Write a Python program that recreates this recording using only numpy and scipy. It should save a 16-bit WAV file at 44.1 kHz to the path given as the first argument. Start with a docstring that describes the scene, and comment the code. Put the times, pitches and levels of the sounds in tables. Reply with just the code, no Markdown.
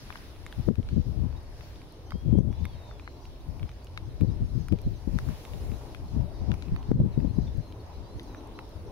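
"""The edge of a flooded meadow in gusty wind and light rain, heard from a camera's two microphone ports.
Eddies buffet the ports, the left one most, and overload them; single drops tap on and around the body.
Grass hisses in the breeze, and one gust swishes through the nearest stalks. Far off a dull roar grows
over a low rumble, and water birds whistle and twitter in the distance."""
import sys
import numpy as np
from scipy import signal
from scipy.io import wavfile
from scipy.ndimage import uniform_filter1d

SR = 44100
rng = np.random.default_rng(int(sys.argv[2]) if len(sys.argv) > 2 else 0)


def transcribe(u):
    """Save the signal u as a 16-bit wav file named by the first command-line argument.

    u: samples, shape (n,) or (channels, n), limited to [-1, 1]; the rate is SR.
    q: integer samples, one column per channel.
    """
    v = np.clip(np.atleast_2d(u).T, -1, 1)
    q = np.round(v * 32767).astype(np.int16)
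    wavfile.write(sys.argv[1], SR, q)


N = 392931

# Diffuse sound at the two ports. Each row: frequency in Hz, left-right correlation from -1 to 1.
PORT_LIKENESS = [(30, 0.5), (100, 1), (500, 0.83), (1000, 0.26), (2500, 0.057), (5000, -0.31),
                 (12000, 0.086)]
# Wind fluttering on the exposed left port between buffets. Each row: time in seconds, level in dB.
FLUTTER_LEVEL = [(0.0, -48), (0.45, -43), (1.3, -34.5), (1.95, -60.5), (2.25, -31.5), (2.75, -39.5),
                 (3.05, -82), (3.55, -36.5), (3.8, -61), (4.05, -34.5), (4.9, -38.5), (5.45, -50),
                 (6.05, -36.5), (7.45, -33.5), (7.8, -58), (8.91, -46)]
# Buffets on the ports. Each row: peak time in seconds, level at the windward port in dB,
# length in seconds, left over right in dB.
PORT_BUFFETS = [(0.592, -22, 0.05, 22), (0.694, -13.5, 0.072, 37), (0.791, -12, 0.027, 29),
                (0.85, -31.5, 0.1, -18), (0.926, -20.5, .04, 12), (0.981, -15.5, 0.062, 18),
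                (1.085, -24.5, 0.083, 27), (1.216, -21.5, 0.16, 28), (2.149, -20.5, 0.031, 29),
                (2.292, -18, 0.068, 24), (2.345, -15.5, 0.081, 17), (2.395, -14, 0.07, 20),
                (2.474, -19.5, 0.091, 29), (2.62, -23.5, 0.093, 29), (3.496, -26.5, 0.043, 24),
                (3.635, -27, 0.073, 9), (4.23, -15, 0.052, 32), (4.292, -21, 0.077, 18),
                (4.362, -25, 0.032, 14), (4.424, -18.5, 0.054, 8), (4.565, -21.5, 0.094, 26),
                (4.73, -16.5, 0.053, 27), (4.867, -19.5, 0.03, -3.5), (4.894, -27, 0.13, 22),
                (5.088, -14.5, 0.026, 32), (5.148, -20, 0.075, 24), (5.22, -31.5, 0.056, -4),
                (5.288, -23.5, 0.1, 18), (5.538, -31, 0.098, 18), (5.622, -31.5, 0.11, 4),
                (5.71, -26, 0.11, 22), (6.186, -20, 0.12, 15), (6.414, -29.5, 0.034, 3),
                (6.501, -19.5, 0.082, 20), (6.729, -22, 0.045, -0.5), (6.915, -18, 0.07, 7.5),
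                (6.956, -14, 0.034, 9), (7.007, -15, 0.064, -11), (7.029, -15.5, .1, 15),
                (7.184, -17.5, 0.033, 9), (7.244, -21.5, 0.15, 26), (7.391, -20, 0.064, 28),
                (7.464, -30.5, 0.13, 4.5), (7.578, -22, 0.068, 26), (7.993, -35.5, 0.11, 18),
                (8.158, -29.5, 0.045, -22), (8.757, -33, 0.027, 16)]
# Turbulence in a medium gust. Each row: frequency in Hz, relative density in dB.
BUFFET_SPECTRUM = [(20, -8), (45, 4.5), (85, 7), (190, -4.5), (300, -20), (480, -40), (750, -47),
                   (1100, -49)]
# Puffs running through the grass. Each row: peak time in seconds, hiss in dB, length in seconds.
GRASS_PUFFS = [(0.11, -55.5, 0.47), (0.64, -59.5, 0.59), (1.656, -60.5, 0.36), (2.81, -69, 1),
               (4.6, -66, 0.18), (5.327, -57.5, 0.64), (5.738, -60, 0.68), (6.147, -67.5, 0.17),
               (6.603, -65, 0.43), (8.203, -66, 0.63)]
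# Hiss of the grass. Each row: frequency in Hz, relative density in dB.
GRASS_SPECTRUM = [(500, 6.5), (1200, 7), (2500, 4.5), (5000, 3.5), (7000, -8.5), (10500, -5.5),
                  (15500, -12)]
# The far roar growing. Each row: time in seconds, relative level in dB.
ROAR_GROWTH = [(0, -54), (1.8, -54.5), (3.2, -53), (5.0, -53.5), (5.7, -49.5), (7.7, -50), (8.3, -47.5),
               (8.91, -50)]
# Noise of the far roar. Each row: frequency in Hz, relative density in dB.
ROAR_SPECTRUM = [(120, -18.5), (260, 6), (420, -0.5), (600, -4.5), (750, -4), (950, -5), (1300, -28),
                 (2500, -40)]
# Resonances added to the roar. Each row: centre in Hz, width in Hz, gain in dB.
ROAR_RESONANCES = [(417, 24, -5), (592, 54, -1), (940, 650, -20.5)]
# Low rumble. Each row: frequency in Hz, relative density in dB.
RUMBLE_SPECTRUM = [(20, -10.5), (45, 3), (80, 0), (120, -5.5), (170, -18.5), (300, -21)]
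# Modes of the camera body under a drop. Each row: frequency in Hz, gain in dB, seconds to fall 60 dB.
BODY_MODES = [(1220, 0, 0.0065), (1580, -15, 0.013), (2350, -11.5, 0.024), (3610, -11.5, 0.014),
              (5560, -30, 0.0076)]
# Raindrops close to the microphones. Each row: start in seconds, relative level in dB, ring in Hz,
# splash over knock in dB, left over right in dB.
CLOSE_DROPS = [(0.104, -40.5, 1560, -30, 8), (0.1263, -47.5, 2420, -15, -1), (0.1568, -42.5, 1590, -24, 6),
               (0.4645, -43.5, 2130, -10, 0.5), (0.526, -45.5, 3020, -16, 0.5), (0.756, -51, 2600, -11, 13),
               (0.8886, -48.5, 3100, -22, 3), (1.6094, -55.5, 2220, -24, 16),
               (2.1072, -47.5, 3180, -15, -2), (2.1207, -40.5, 1290, -25, -3),
               (2.6538, -41.5, 2200, -10, -1.5), (2.912, -50, 1430, -46, 3), (2.997, -50, 2400, -22, 1),
               (3.0768, -41.5, 1640, -39, 6), (3.63, -49, 2750, -16, 2), (3.6924, -52, 2320, -14, 0.5),
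               (3.9756, -37, 2600, -20, 6), (4.2107, -50, 2630, -9, -1), (4.6847, -46.5, 1930, -11, 1.5),
               (4.724, -45, 2540, -13, 5), (5.1877, -37.5, 1680, -14.5, 8.5), (5.288, -47, 1330, -15, -3),
               (5.452, -47, 2600, -11, -1), (5.5355, -52, 2620, -14, 10), (5.9479, -48, 2210, -16, 13),
               (6.5173, -43, 2500, -20, 12), (6.5408, -48.5, 2370, -8, -1.5), (6.6239, -46.5, 3620, -21, 7),
               (6.6832, -56, 2190, -18, -1), (6.7629, -45, 1860, -17, -4.5),
               (8.1964, -46.5, 3140, -15, 3.5), (8.3471, -49, 1690, -22, 1), (8.5901, -42.5, 2020, -21, -2)]
# Fine ticks: droplets on the housing, and at 2.386 s one click of a gust overloading the left port.
# Each row: start in seconds, relative peak in dB, left over right in dB.
FINE_TICKS = [(1.4316, -48, 0), (1.9233, -42, 4), (2.386, -48, 20), (3.846, -40.5, 8), (4.2098, -43, -9),
              (4.6845, -34.5, 1.0), (4.8165, -39, -2.5), (7.573, -48, -0.5), (8.2315, -43, 4),
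              (8.4741, -41, 6), (8.6931, -44, -7)]
# Hard eddies on the left port. Each row: centre in seconds, depth of the core in dB, pitch in Hz.
EDDY_SLAPS = [(0.688, 0, 129), (2.156, -23, 128), (2.329, -6.5, 165), (2.388, -2.5, 150),
              (4.221, -11.5, 170), (4.726, -10, 230), (4.737, -9.5, 121), (5.077, -14, 181),
              (6.917, -3, 217), (7.004, -6.5, 119), (7.178, -12, 254), (7.249, -9, 198),
              (7.387, -10.5, 167)]
# Distant bird whistles. Each row: start and length in seconds, first, middle and last pitch in Hz,
# relative level in dB.
BIRD_WHISTLES = [(2.05, .27, 3010, 3270, 3270, -65), (2.317, 0.13, 3250, 3270, 3720, -68),
                 (2.381, 0.026, 5760, 6000, 6000, -61), (2.484, 0.24, 3300, 3570, 3780, -66),
                 (2.658, .1, 3510, 3370, 3080, -64), (2.66, 0.16, 4680, 4270, 3900, -68),
                 (2.708, 0.3, 3700, 3690, 3240, -64), (3.0, 0.15, 3850, 4170, 3950, -67),
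                 (7.466, 0.026, 3750, 3530, 3660, -56.5), (7.52, .25, 3900, 4150, 3700, -69),
                 (7.62, .09, 5560, 5470, 5300, -78), (7.797, 0.018, 4370, 4300, 4330, -60),
                 (7.93, 0.048, 3900, 4050, 4200, -66), (8.03, .053, 4420, 4630, 4800, -66),
                 (8.045, 0.14, 3840, 4070, 4230, -66.5), (8.243, .115, 4220, 4000, 3670, -65.5),
                 (8.26, 0.068, 5540, 5300, 5000, -77)]
# A gust in the nearest stalks. Each row: time in seconds, level in dB.
STALK_GUST = [(4.75, -100), (5.0, -73), (5.28, -64), (5.5, -64.5), (5.75, -65.5), (6.0, -74.5), (6.4, -100)]
# Swish of those stalks. Each row: frequency in Hz, relative density in dB.
STALK_SPECTRUM = [(3000, -5), (6000, 0), (9000, -2), (11500, 0), (15500, -9)]


def from_db(db):
    """Decibels to gain."""
    return np.exp(np.asarray(db) * np.log(10) / 20)


def rms_one(x):
    """Scale to an rms of 1."""
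    return x / np.sqrt(np.mean(x ** 2) + 1e-20)


def in_time(rows):
    """Read a curve of (seconds, value) at every sample."""
    return np.interp(np.arange(N) / SR, *np.transpose(rows))


def every_sample(slow):
    """Stretch a slow control over the whole scene."""
    return np.interp(np.arange(N), np.linspace(0, N, len(slow)), slow)


def at_hz(points, hz):
    """Read a spectrum on a log-frequency axis."""
    frequencies, values = np.transpose(points)
    return np.interp(np.log(hz), np.log(frequencies), values)


def filtered(x, hz, kind, order=2):
    """Butterworth filter."""
    sections = signal.butter(order, np.clip(hz, 10, .45 * SR), kind, fs=SR, output="sos")
    return signal.sosfilt(sections, x)


def drift(rate):
    """Smooth chance with a spread of 1, changing about rate times a second."""
    hop, settle = 40, 2000
    pole = np.exp(-2 * np.pi * rate * hop / SR)
    white = rng.standard_normal(N // hop + settle + 2)
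    slow = signal.lfilter([1], [1, -2 * pole, pole ** 2], white)[settle:]
    return np.interp(np.arange(N) / hop, np.arange(len(slow)), rms_one(slow))


def swell(s, length, roundness, rise_share=.44):
    """Slow gain of a rush of air: 1 at time s, length between its -10 dB points; roundness 2 is a bell."""
    t = np.arange(0, N, 20) / SR - s
    away = np.maximum(-t / rise_share, t / (1 - rise_share)) / length
    return from_db(-10 * np.minimum(away ** roundness, 20))


def add(out, s, sound, pan_db, lag=0):
    """Mix a sound in at time s, panned; the right port hears it lag samples later."""
    for channel, side in enumerate((1, -1)):
        i = max(int(s * SR) + lag * channel, 0)
        out[channel, i:i + len(sound)] += from_db(side * pan_db / 2) * sound[:max(N - i, 0)]


def noise_bands(spectrum):
    """Half-octave bands as (Hz, two unrelated noises); their powers follow the spectrum and sum to 1."""
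    edges = 16 * 2 ** np.arange(0, 10.1, .5)
    centres = np.sqrt(edges[:-1] * edges[1:])
    used = np.flatnonzero((edges[1:] > spectrum[0][0]) & (edges[:-1] < spectrum[-1][0]))
    power = from_db(at_hz(spectrum, centres)) ** 2 * centres
    white = rng.standard_normal((2, 2, N))
    for k in used:
        band = rms_one(filtered(white[k % 2], edges[k:k + 2], "band"))
        yield centres[k], np.sqrt(power[k] / power[used].sum()) * band


def ambience(spectrum, flicker_db, tilt_db=0, pivot_hz=4500):
    """Sound from all around: bands flicker, tilt by tilt_db an octave, and are wider in the treble."""
    out = 0
    for hz, (mid, side) in noise_bands(spectrum):
        alike = at_hz(PORT_LIKENESS, hz)
        gain = from_db(flicker_db * drift(4.4) + tilt_db * np.log2(hz / pivot_hz))
        out += gain * (np.sqrt(1 + alike) * mid + np.sqrt(1 - alike) * side * [[1], [-1]])
    return out


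def airflow(right_lee_db=-9.5, flutter_db=3.0):
    """Wind level in dB at each port: buffets on top of a flutter, from which the right is sheltered."""
    buffet_power = 0
    for s, level_db, length, pan_db in PORT_BUFFETS:
        ports = from_db(level_db + np.minimum([[pan_db], [-pan_db]], 0))
        buffet_power += (ports * swell(s, length, roundness=2.3)) ** 2
    wind_db = in_time(FLUTTER_LEVEL)
    flutter = [from_db(wind_db + lee_db + flutter_db * drift(10)) for lee_db in (0, right_lee_db)]
    return 10 * np.log10([every_sample(p) + f ** 2 for p, f in zip(buffet_power, flutter)])


def buffeting(medium_db=-25, brighten=0.43, pivot_hz=110, lumpy_db=3.0, even_s=0.037, port_hz=590):
    """Turbulence right on each port; faster air brings smaller eddies, so strong gusts are brighter."""
    flow_db = airflow()
    tilt_db = brighten * (flow_db - medium_db)
    eddies_db = lumpy_db * np.array([drift(50), drift(35)])
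    pressure = 0
    for hz, noise in noise_bands(BUFFET_SPECTRUM):
        octaves = np.log2(hz / pivot_hz)
        pressure += noise * from_db(tilt_db * min(octaves, 2) + eddies_db * np.clip(octaves, 0, 2))
    # the flow alone sets the strength of the pressure swings
    window = int(even_s * SR)
    power = uniform_filter1d(uniform_filter1d(pressure ** 2, window), window)
    swings = from_db(flow_db) * pressure / np.sqrt(power + 1e-12)
    # eddies smaller than a port average out across it
    return filtered(swings, port_hz, "low", order=4)


def grass(steady_db=-63, trim_db=-0.5, brighten=0.066):
    """Stalks across the meadow hiss in a steady breeze, louder and brighter with each puff."""
    puff_power = sum((from_db(db) * swell(s, length, roundness=1.86)) ** 2
                     for s, db, length in GRASS_PUFFS)
    breeze_db = 10 * np.log10(every_sample(puff_power) + from_db(steady_db) ** 2)
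    tilt_db = brighten * (breeze_db - np.median(breeze_db))
    return from_db(breeze_db + trim_db) * ambience(GRASS_SPECTRUM, flicker_db=1.62, tilt_db=tilt_db)


def far_roar(trim_db=-4.0):
    """A dull, slightly hollow roar from far beyond the meadow."""
    noise = ambience(ROAR_SPECTRUM, flicker_db=2.55)
    hollow = sum(from_db(db) * signal.lfilter(*signal.iirpeak(hz, hz / width, fs=SR), noise)
                 for hz, width, db in ROAR_RESONANCES)
    return from_db(in_time(ROAR_GROWTH) + trim_db) * (noise + hollow)


def rumble(level_db=-48.0):
    """An unbroken low rumble all around the microphones."""
    return from_db(level_db) * ambience(RUMBLE_SPECTRUM, flicker_db=3.0)


def drop_tap(ring_hz, splash_db, knock_cycles=9, splash_t60=0.0064, tail_db=-30, tail_t60=0.2):
    """One drop lands: a damped knock, the modes of the body, a short scattered tail and a tiny splash."""
    t = np.arange(int(.05 * SR)) / SR
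    knock = np.sin(2 * np.pi * ring_hz * t) * from_db(-60 * t * ring_hz / knock_cycles)
    # where the drop lands decides how strongly each mode answers
    for hz, level_db, t60 in BODY_MODES:
        strength, detune = rng.standard_normal(2)
        mode = np.sin(2 * np.pi * hz * (1 + 0.13 * detune) * t)
        knock += mode * from_db(level_db + 1.5 * strength - 60 * t / t60)
    tail = filtered(rng.standard_normal(len(t)), [1200, 5000], "band")
    knock += tail * from_db(tail_db - 60 * t / tail_t60)
    spray = rng.standard_normal(len(t)) * from_db(-60 * t / splash_t60)
    splash = filtered(spray, [4400, 11000], "band", order=1)
    # a big soft drop gives a low knock, a small one a high knock
    thud = filtered(knock, [ring_hz * 0.5, ring_hz * 2.14], "band")
    return (rms_one(thud) + from_db(splash_db) * rms_one(splash)) / np.sqrt(10)


def rain_and_ticks(tap_trim_db=1.66, tick_trim_db=-4.0, tick_t60=0.0042, faint_count=20):
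    """Drops tap close by and faintly farther off; droplets and one overloading gust make fine ticks."""
    out = np.zeros((2, N))
    for s, level_db, ring_hz, splash_db, pan_db in CLOSE_DROPS:
        tap = from_db(level_db + tap_trim_db) * drop_tap(ring_hz, splash_db)
        add(out, s, tap, pan_db, lag=int(np.clip(pan_db * 2, -8, 8)))
    t = np.arange(int(.01 * SR)) / SR
    for s, peak_db, pan_db in FINE_TICKS:
        burst = rng.standard_normal(len(t)) * from_db(-60 * t / tick_t60)
        tick = filtered(burst, [5000, 13000], "band")
        add(out, s, from_db(peak_db + tick_trim_db) * tick / abs(tick).max(), pan_db)
    for when, size, pitch, side in rng.random((faint_count, 4)):
        tap = from_db(-61 + 8 * size) * drop_tap(ring_hz=1800 + 1700 * pitch, splash_db=-14)
        add(out, when * N / SR, tap, pan_db=11 * (side - .5))
    return out


def slaps(burst_db=-17, burst_s=.004):
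    """An eddy core crosses the left port: a pressure dip between two rises, shedding small eddies."""
    out = np.zeros((2, N))
    t = np.arange(-SR // 40, SR // 40) / SR
    for s, depth_db, hz in EDDY_SLAPS:
        spread = (np.pi * hz * t) ** 2
        core = (2 * spread - 1) * np.exp(-spread)
        shreds = rms_one(filtered(rng.standard_normal(len(t)), [230, 540], "band", order=3))
        burst = from_db(burst_db) * np.exp(-(t / burst_s) ** 2) * shreds
        i = int((s + t[0]) * SR)
        out[0, i:i + len(t)] += from_db(depth_db) * (core + burst)
    return out


def whistle(length, start_hz, middle_hz, end_hz, waver=0.008):
    """A bird's nearly pure note glides along an arch, unsteady after its way through moving air."""
    progress = np.linspace(0, 1, int(length * SR))
    arch = np.polyfit([0, .5, 1], [start_hz, middle_hz, end_hz], 2)
    wobble, fading_db = (np.interp(progress, np.linspace(0, 1, 10), row)
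                         for row in rng.standard_normal((2, 10)))
    hz = np.polyval(arch, progress) * (1 + waver * wobble)
    envelope = np.sqrt(2 * abs(np.sin(np.pi * progress))) * from_db(fading_db)
    return envelope * np.sin(2 * np.pi * np.cumsum(hz) / SR)


def birds(call_trim_db=-2.5, chirp_count=320, flock_db=-73.5, nearest_boost_db=6.5, scatter_t60=.3):
    """Distant whistles over the twitter of a far flock, with a scattered tail from the open ground."""
    calls, flock = np.zeros((2, 2, N))
    for s, length, *pitches_hz, level_db in BIRD_WHISTLES:
        add(calls, s, from_db(level_db + call_trim_db) * whistle(length, *pitches_hz), pan_db=1)
    for when, span, pitch, slide, near, side in rng.random((chirp_count, 6)):
        s = when ** .7 * N / SR  # the flock grows busier
        hz = 3700 + 2800 * pitch ** 1.2
        glide = .14 * (slide - .5)
        chirp = whistle(.012 + .03 * span, hz * (1 - glide), hz, hz * (1 + glide), waver=.025)
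        level_db = flock_db + nearest_boost_db * near ** 2 - 4 * pitch  # distance dulls high notes
        add(flock, s, from_db(level_db) * chirp, pan_db=8 * (side - .5))
    t = np.arange(SR // 2) / SR
    tail = rng.standard_normal((2, len(t))) * from_db(-60 * t / scatter_t60)
    scatter = rms_one(tail) / np.sqrt(len(t))
    # the flock is so far off that half of its sound arrives scattered
    return calls + flock + signal.oaconvolve(calls / 2 + flock, scatter, axes=1)[:, :N]


def swish(brighten=0.22, strong_db=-66):
    """The stalks nearest the microphones rub in a gust, brightest at its height."""
    level_db = in_time(STALK_GUST)
    tilt_db = brighten * np.maximum(level_db - strong_db, -10)
    return from_db(level_db) * ambience(STALK_SPECTRUM, flicker_db=-0.5, tilt_db=tilt_db)


def scene(meadow_pan_db=0.66):
    """Wind and rain right at the microphones, the meadow and its birds behind."""
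    balance = from_db([[meadow_pan_db / 2], [-meadow_pan_db / 2]])
    meadow = balance * (rumble() + far_roar() + grass() + swish())
    return meadow + buffeting() + slaps() + rain_and_ticks() + birds()


def limiter(x, threshold=.43, recovery_db_per_s=35):
    """Peaks pull the gain of both channels down, looking a millisecond ahead."""
    over_db = np.maximum(20 * np.log10(abs(x).max(axis=0) / threshold + 1e-9), 0)
    ahead_db = np.roll(over_db, -SR // 1000)
    recovery_db = recovery_db_per_s * np.arange(N) / SR
    held_db = np.maximum.accumulate(ahead_db + recovery_db) - recovery_db
    return x * from_db(-filtered(held_db, 130, "low", order=1))


def record(dry, ceiling=.49, notch_hz=8200, notch_width_hz=625, whine_hz=8811, whine_db=-81):
    """The camera limits and clips gusts, notches the treble, adds an electronic whine and cuts the top."""
    clipped = np.clip(limiter(dry), -ceiling, ceiling)
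    notch = signal.iirnotch(notch_hz, notch_hz / notch_width_hz, fs=SR)
    notched_twice = signal.lfilter(*notch, signal.lfilter(*notch, clipped))
    wavering_hz = whine_hz + 12 * drift(15.8)
    whine = from_db(whine_db) * np.sin(2 * np.pi * np.cumsum(wavering_hz) / SR)
    top_cut = signal.ellip(12, .1, 80, 15750, fs=SR, output="sos")  # steep above 15750 Hz
    return signal.sosfilt(top_cut, notched_twice + whine)


dry = scene()
out = record(dry)
transcribe(out)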